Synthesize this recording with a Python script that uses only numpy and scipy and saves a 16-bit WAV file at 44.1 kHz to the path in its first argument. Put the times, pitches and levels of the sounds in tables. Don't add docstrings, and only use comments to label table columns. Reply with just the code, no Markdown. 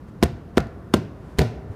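import sys
import numpy as np
from scipy import signal
from scipy.fft import rfft, irfft
from scipy.io import wavfile
from scipy.ndimage import uniform_filter1d

SR = 44100
rng = np.random.default_rng(int(sys.argv[2]) if len(sys.argv) > 2 else 0)


def log_audio(samples):
    frames = np.atleast_2d(samples).T
    limited = np.clip(frames, -1, 1)
    pcm = np.round(limited * 32767).astype(np.int16)
    wavfile.write(sys.argv[1], SR, pcm)


N = 77175

# start_s, level_db, rise_s, treble_db
CONTACTS = [(0.2274, -18, .0004, -3), (0.2339, -17, .0006, -1), (0.5728, -22, .0006, 0),
            (0.5786, -21, .0006, 0), (0.9390, -13.5, .0006, -3), (0.9442, -25, .0004, 1),
            (1.3859, -23, .0007, -4), (1.3915, -14, .00035, 2.5)]
# pitch_hz, level_db, t60_s
LEATHER_MODES = [(475.4, -3.5, 0.05), (712.6, 3, 0.017), (985, -4, 0.022), (1530, -0.5, 0.011),
                 (2820, -7.5, 0.009), (4050, -25, 0.0025)]


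def undb(db):
    return 10 ** (np.asarray(db) / 20)


def since(start_s):
    return np.maximum(np.arange(N) / SR - start_s, 0)


def swell(t, rise_s, shape=1):
    return (t / rise_s * np.exp(1 - t / rise_s)) ** shape


def colour(x, points):
    hz, db = np.array(points, float).T
    size = 2 * N
    log_hz = np.log(np.fft.rfftfreq(size, 1 / SR) + 1)
    gain = undb(np.interp(log_hz, np.log(hz), db))
    cepstrum = irfft(np.log(gain / np.sqrt(np.mean(gain ** 2))))
    cepstrum[1:N] *= 2
    cepstrum[N + 1:] = 0
    return irfft(rfft(x, size) * np.exp(rfft(cepstrum)))[:N]


def ring(t, modes):
    return sum(undb(db) * np.sin(2 * np.pi * hz * t) * np.exp(-np.log(1000) * t / t60_s)
               for hz, db, t60_s in modes)


def thump(t, hz, rise_s, shape):
    return np.sin(2 * np.pi * hz * t) * swell(t, rise_s, shape)


def fade(t, t60_s, build_s=0.0026):
    envelope = (1 - np.exp(-t / build_s)) * np.exp(-np.log(1000) * t / t60_s)
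    return envelope / np.linalg.norm(envelope)


def ventilation(rumble_db=-40.5, whine_hz=9750, whine_db=-83):
    # freq_hz, gain_db
    spectrum = [(25, -34), (45, -7.5), (65, 2.5), (100, -1), (180, -2), (280, -8.5), (450, -13.5),
                (750, -23.5), (1100, -21.5), (1800, -31), (2300, -38), (5000, -46), (9000, -53),
                (15000, -54.5)]
    rumble = undb(rumble_db) * colour(rng.standard_normal(N), spectrum)
    return rumble + undb(whine_db) * np.sin(2 * np.pi * whine_hz * since(0))


def sleeve_swishes():
    # centre_s, half_width_s, level_db
    swings = [(0.09, 0.013, -54), (0.22, 0.0071, -47.5), (0.562, .01, -50), (0.933, 0.011, -48.5),
              (1.3, 0.1, -53.5), (1.382, 0.0075, -43), (1.728, 0.03, -53.5)]
    # freq_hz, gain_db
    spectrum = [(100, 12), (1000, 15.5), (4000, -6.5), (9000, -10.5), (16000, -21)]
    envelope = sum(undb(db) * np.exp(-((since(0) - centre_s) / half_width_s) ** 2)
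                   for centre_s, half_width_s, db in swings)
    return envelope * colour(rng.standard_normal(N), spectrum)


def crack(start_s, level_db, rise_s, treble_db, scuff_db=-13, scuff_s=0.0022, shelf_hz=4000):
    # freq_hz, gain_db
    spectrum = [(100, -6), (600, 0), (1400, 2), (2200, -1), (3300, -2), (4600, -5.5), (6500, -9),
                (8200, -16), (11000, -14.5), (14000, -21), (16000, -23)]
    tilted = [(hz, db + treble_db * hz / (hz + shelf_hz)) for hz, db in spectrum]
    scuff = undb(scuff_db) * np.exp(-((since(0) - start_s) / scuff_s) ** 2)
    envelope = swell(since(start_s), rise_s) + scuff
    return undb(level_db) * colour(rng.standard_normal(N) * envelope, tilted)


def creak(gain_db=-17.5, grain_spread_db=7.5):
    # freq_hz, gain_db
    spectrum = [(300, 14.5), (1500, -1), (4000, -9.5), (8000, -3), (12000, -12), (16000, -12)]
    grains = rng.standard_normal(N) * undb(grain_spread_db * (rng.exponential(size=N) - 3))
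    strain = sum(undb(db + gain_db) * swell(since(start_s), rise_s=0.0033)
                 for start_s, db, _, _ in CONTACTS)
    return colour(grains * strain, spectrum)


def fist(start_s, thump_db, thump_hz, ring_db):
    # pitch_hz, level_db, t60_s
    body_modes = [(153, -46.5, 0.03), (228.8, -22.5, 0.12), (380, -15.5, 0.046)]
    t = since(start_s)
    push = thump(t, thump_hz, rise_s=0.0022, shape=4.3) + ring(t, body_modes)
    return undb(thump_db) * push + undb(ring_db) * ring(t, LEATHER_MODES)


def floor_boom(start_s, boom_db, fall_db, from_hz=193.3, to_hz=79.3, glide_s=0.06):
    t = since(start_s)
    boom = thump(t, hz=73.4, rise_s=0.011, shape=1.2)
    window = int(0.0074 * SR)
    slow_noise = uniform_filter1d(uniform_filter1d(rng.standard_normal(N), window), window)
    flutter = 1 + 0.32 * np.sqrt(window) * slow_noise
    cycles = to_hz * t + (from_hz - to_hz) * glide_s * (1 - np.exp(-t / glide_s))
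    fall = flutter * np.sin(2 * np.pi * cycles) * swell(t, rise_s=0.028)
    return undb(boom_db) * boom + undb(fall_db) * fall


def room_response(ceiling_db=-7.5, ceiling_s=0.0249, spread_s=0.0073, hall_t60_s=2.4, damp_hz=3370):
    # centre_hz, level_db, t60_s, hall_db
    bands = [(59, -3, 0.32, 2), (162, 4, 0.37, -15), (324, -4.5, 0.34, -4.5), (720, 0, 0.32, -6),
             (1560, 1, 0.31, -9), (2780, -3.5, 0.37, -15.5), (5750, -0.5, 0.37, -17),
             (12000, -2.5, 0.27, -22)]
    t = since(0)
    noise = rfft(rng.standard_normal(N))
    log_hz = np.log(np.fft.rfftfreq(N, 1 / SR) + 1)
    log_centres = np.log([row[0] for row in bands])
    ceiling = undb(ceiling_db) * np.exp(-((t - ceiling_s) / spread_s) ** 2) / np.sqrt(spread_s * SR)
    out = 0
    for share, (hz, db, t60_s, hall_db) in zip(np.eye(len(bands)), bands):
        band = irfft(noise * np.interp(log_hz, log_centres, share), N)
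        hall = undb(hall_db) * fade(t, hall_t60_s / (1 + hz / damp_hz))
        tail = np.hypot(fade(t, t60_s), hall)
        out = out + undb(db) * band * np.hypot(tail, ceiling)
    return out


def clap(start_s, thump_db, thump_hz, ring_db, pop_db):
    # pitch_hz, level_db, t60_s
    pocket_modes = [(711, -0.5, 0.02), (1426, 0.5, 0.0071), (1750, -18, 0.015)]
    t = since(start_s)
    stop = undb(thump_db) * thump(t, thump_hz, rise_s=0.0019, shape=4.3)
    pop = undb(pop_db) * ring(t, pocket_modes)
    return undb(ring_db) * ring(t, LEATHER_MODES) - stop - pop


def lace_ticks():
    # start_s, level_db
    flicks = [(0.3193, -64), (0.471, -72), (0.4975, -68), (0.569, -31.5), (0.6032, -33), (0.6694, -49.5),
              (1.417, -27)]
    # freq_hz, gain_db
    spectrum = [(200, 15.5), (1500, 11), (5000, 6.5), (8500, -4.5), (13000, -10), (16000, -24)]
    envelope = sum(undb(db) * swell(since(start_s), rise_s=0.001) for start_s, db in flicks)
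    return colour(rng.standard_normal(N) * envelope, spectrum)


def mat_bumps():
    # start_s, pitch_hz, level_db
    bumps = [(0.325, 96, -24.5), (0.518, 67.5, -39), (1.693, 94.6, -23)]
    return sum(undb(db) * thump(since(start_s), hz, rise_s=0.012, shape=6) for start_s, hz, db in bumps)


def scene(floor_send_db=-10):
    # start_s, thump_db, thump_hz, ring_db, boom_db, fall_db, send_db, spray_db
    blows = [(0.2276, -1, 302, -14.5, -15, -26.5, -13, -6), (0.573, -.5, 311, -18, -20.5, -28.5, -13, -11),
             (0.9398, -0.5, 304, -17.5, -21, -26, -9, -4.5), (1.3858, -9.5, 296, -25, -11, -18.5, -2, 2.5)]
    # start_s, thump_db, thump_hz, ring_db, pop_db
    claps = [(0.2344, -4.5, 284, -17.5, -14.5), (0.5798, -5.5, 329, -14.5, -4),
             (0.9444, -11, 425, -14, -14.5), (1.3918, -7, 296, -17, -18.5)]
    # freq_hz, gain_db
    spray_spectrum = [(300, -45), (700, 21.5), (1000, 4.5), (2000, 7.5), (4500, 1), (7000, -8.5),
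                      (10000, -13.5), (13000, -16.5), (16000, -23)]
    out = ventilation() + lace_ticks() + sleeve_swishes() + mat_bumps() + creak()
    out += sum(crack(*row) for row in CONTACTS)
    for blow, landing in zip(blows, claps):
        start_s, thump_db, thump_hz, ring_db, boom_db, fall_db, send_db, spray_db = blow
        glove = fist(start_s, thump_db, thump_hz, ring_db) + clap(*landing)
        boom = floor_boom(start_s, boom_db, fall_db)
        spray = colour(signal.unit_impulse(N, int(landing[0] * SR)), spray_spectrum)
        send = undb(send_db) * glove + undb(floor_send_db) * boom + undb(spray_db) * spray
        out += glove + boom + signal.fftconvolve(send, room_response())[:N]
    return out[None]


def record(dry):
    cutoff_hz = 15300
    lowpass = signal.ellip(8, .2, 80, cutoff_hz, fs=SR, output="sos")
    return signal.sosfilt(lowpass, np.clip(dry, -1, 1))


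dry = scene()
out = record(dry)
log_audio(out)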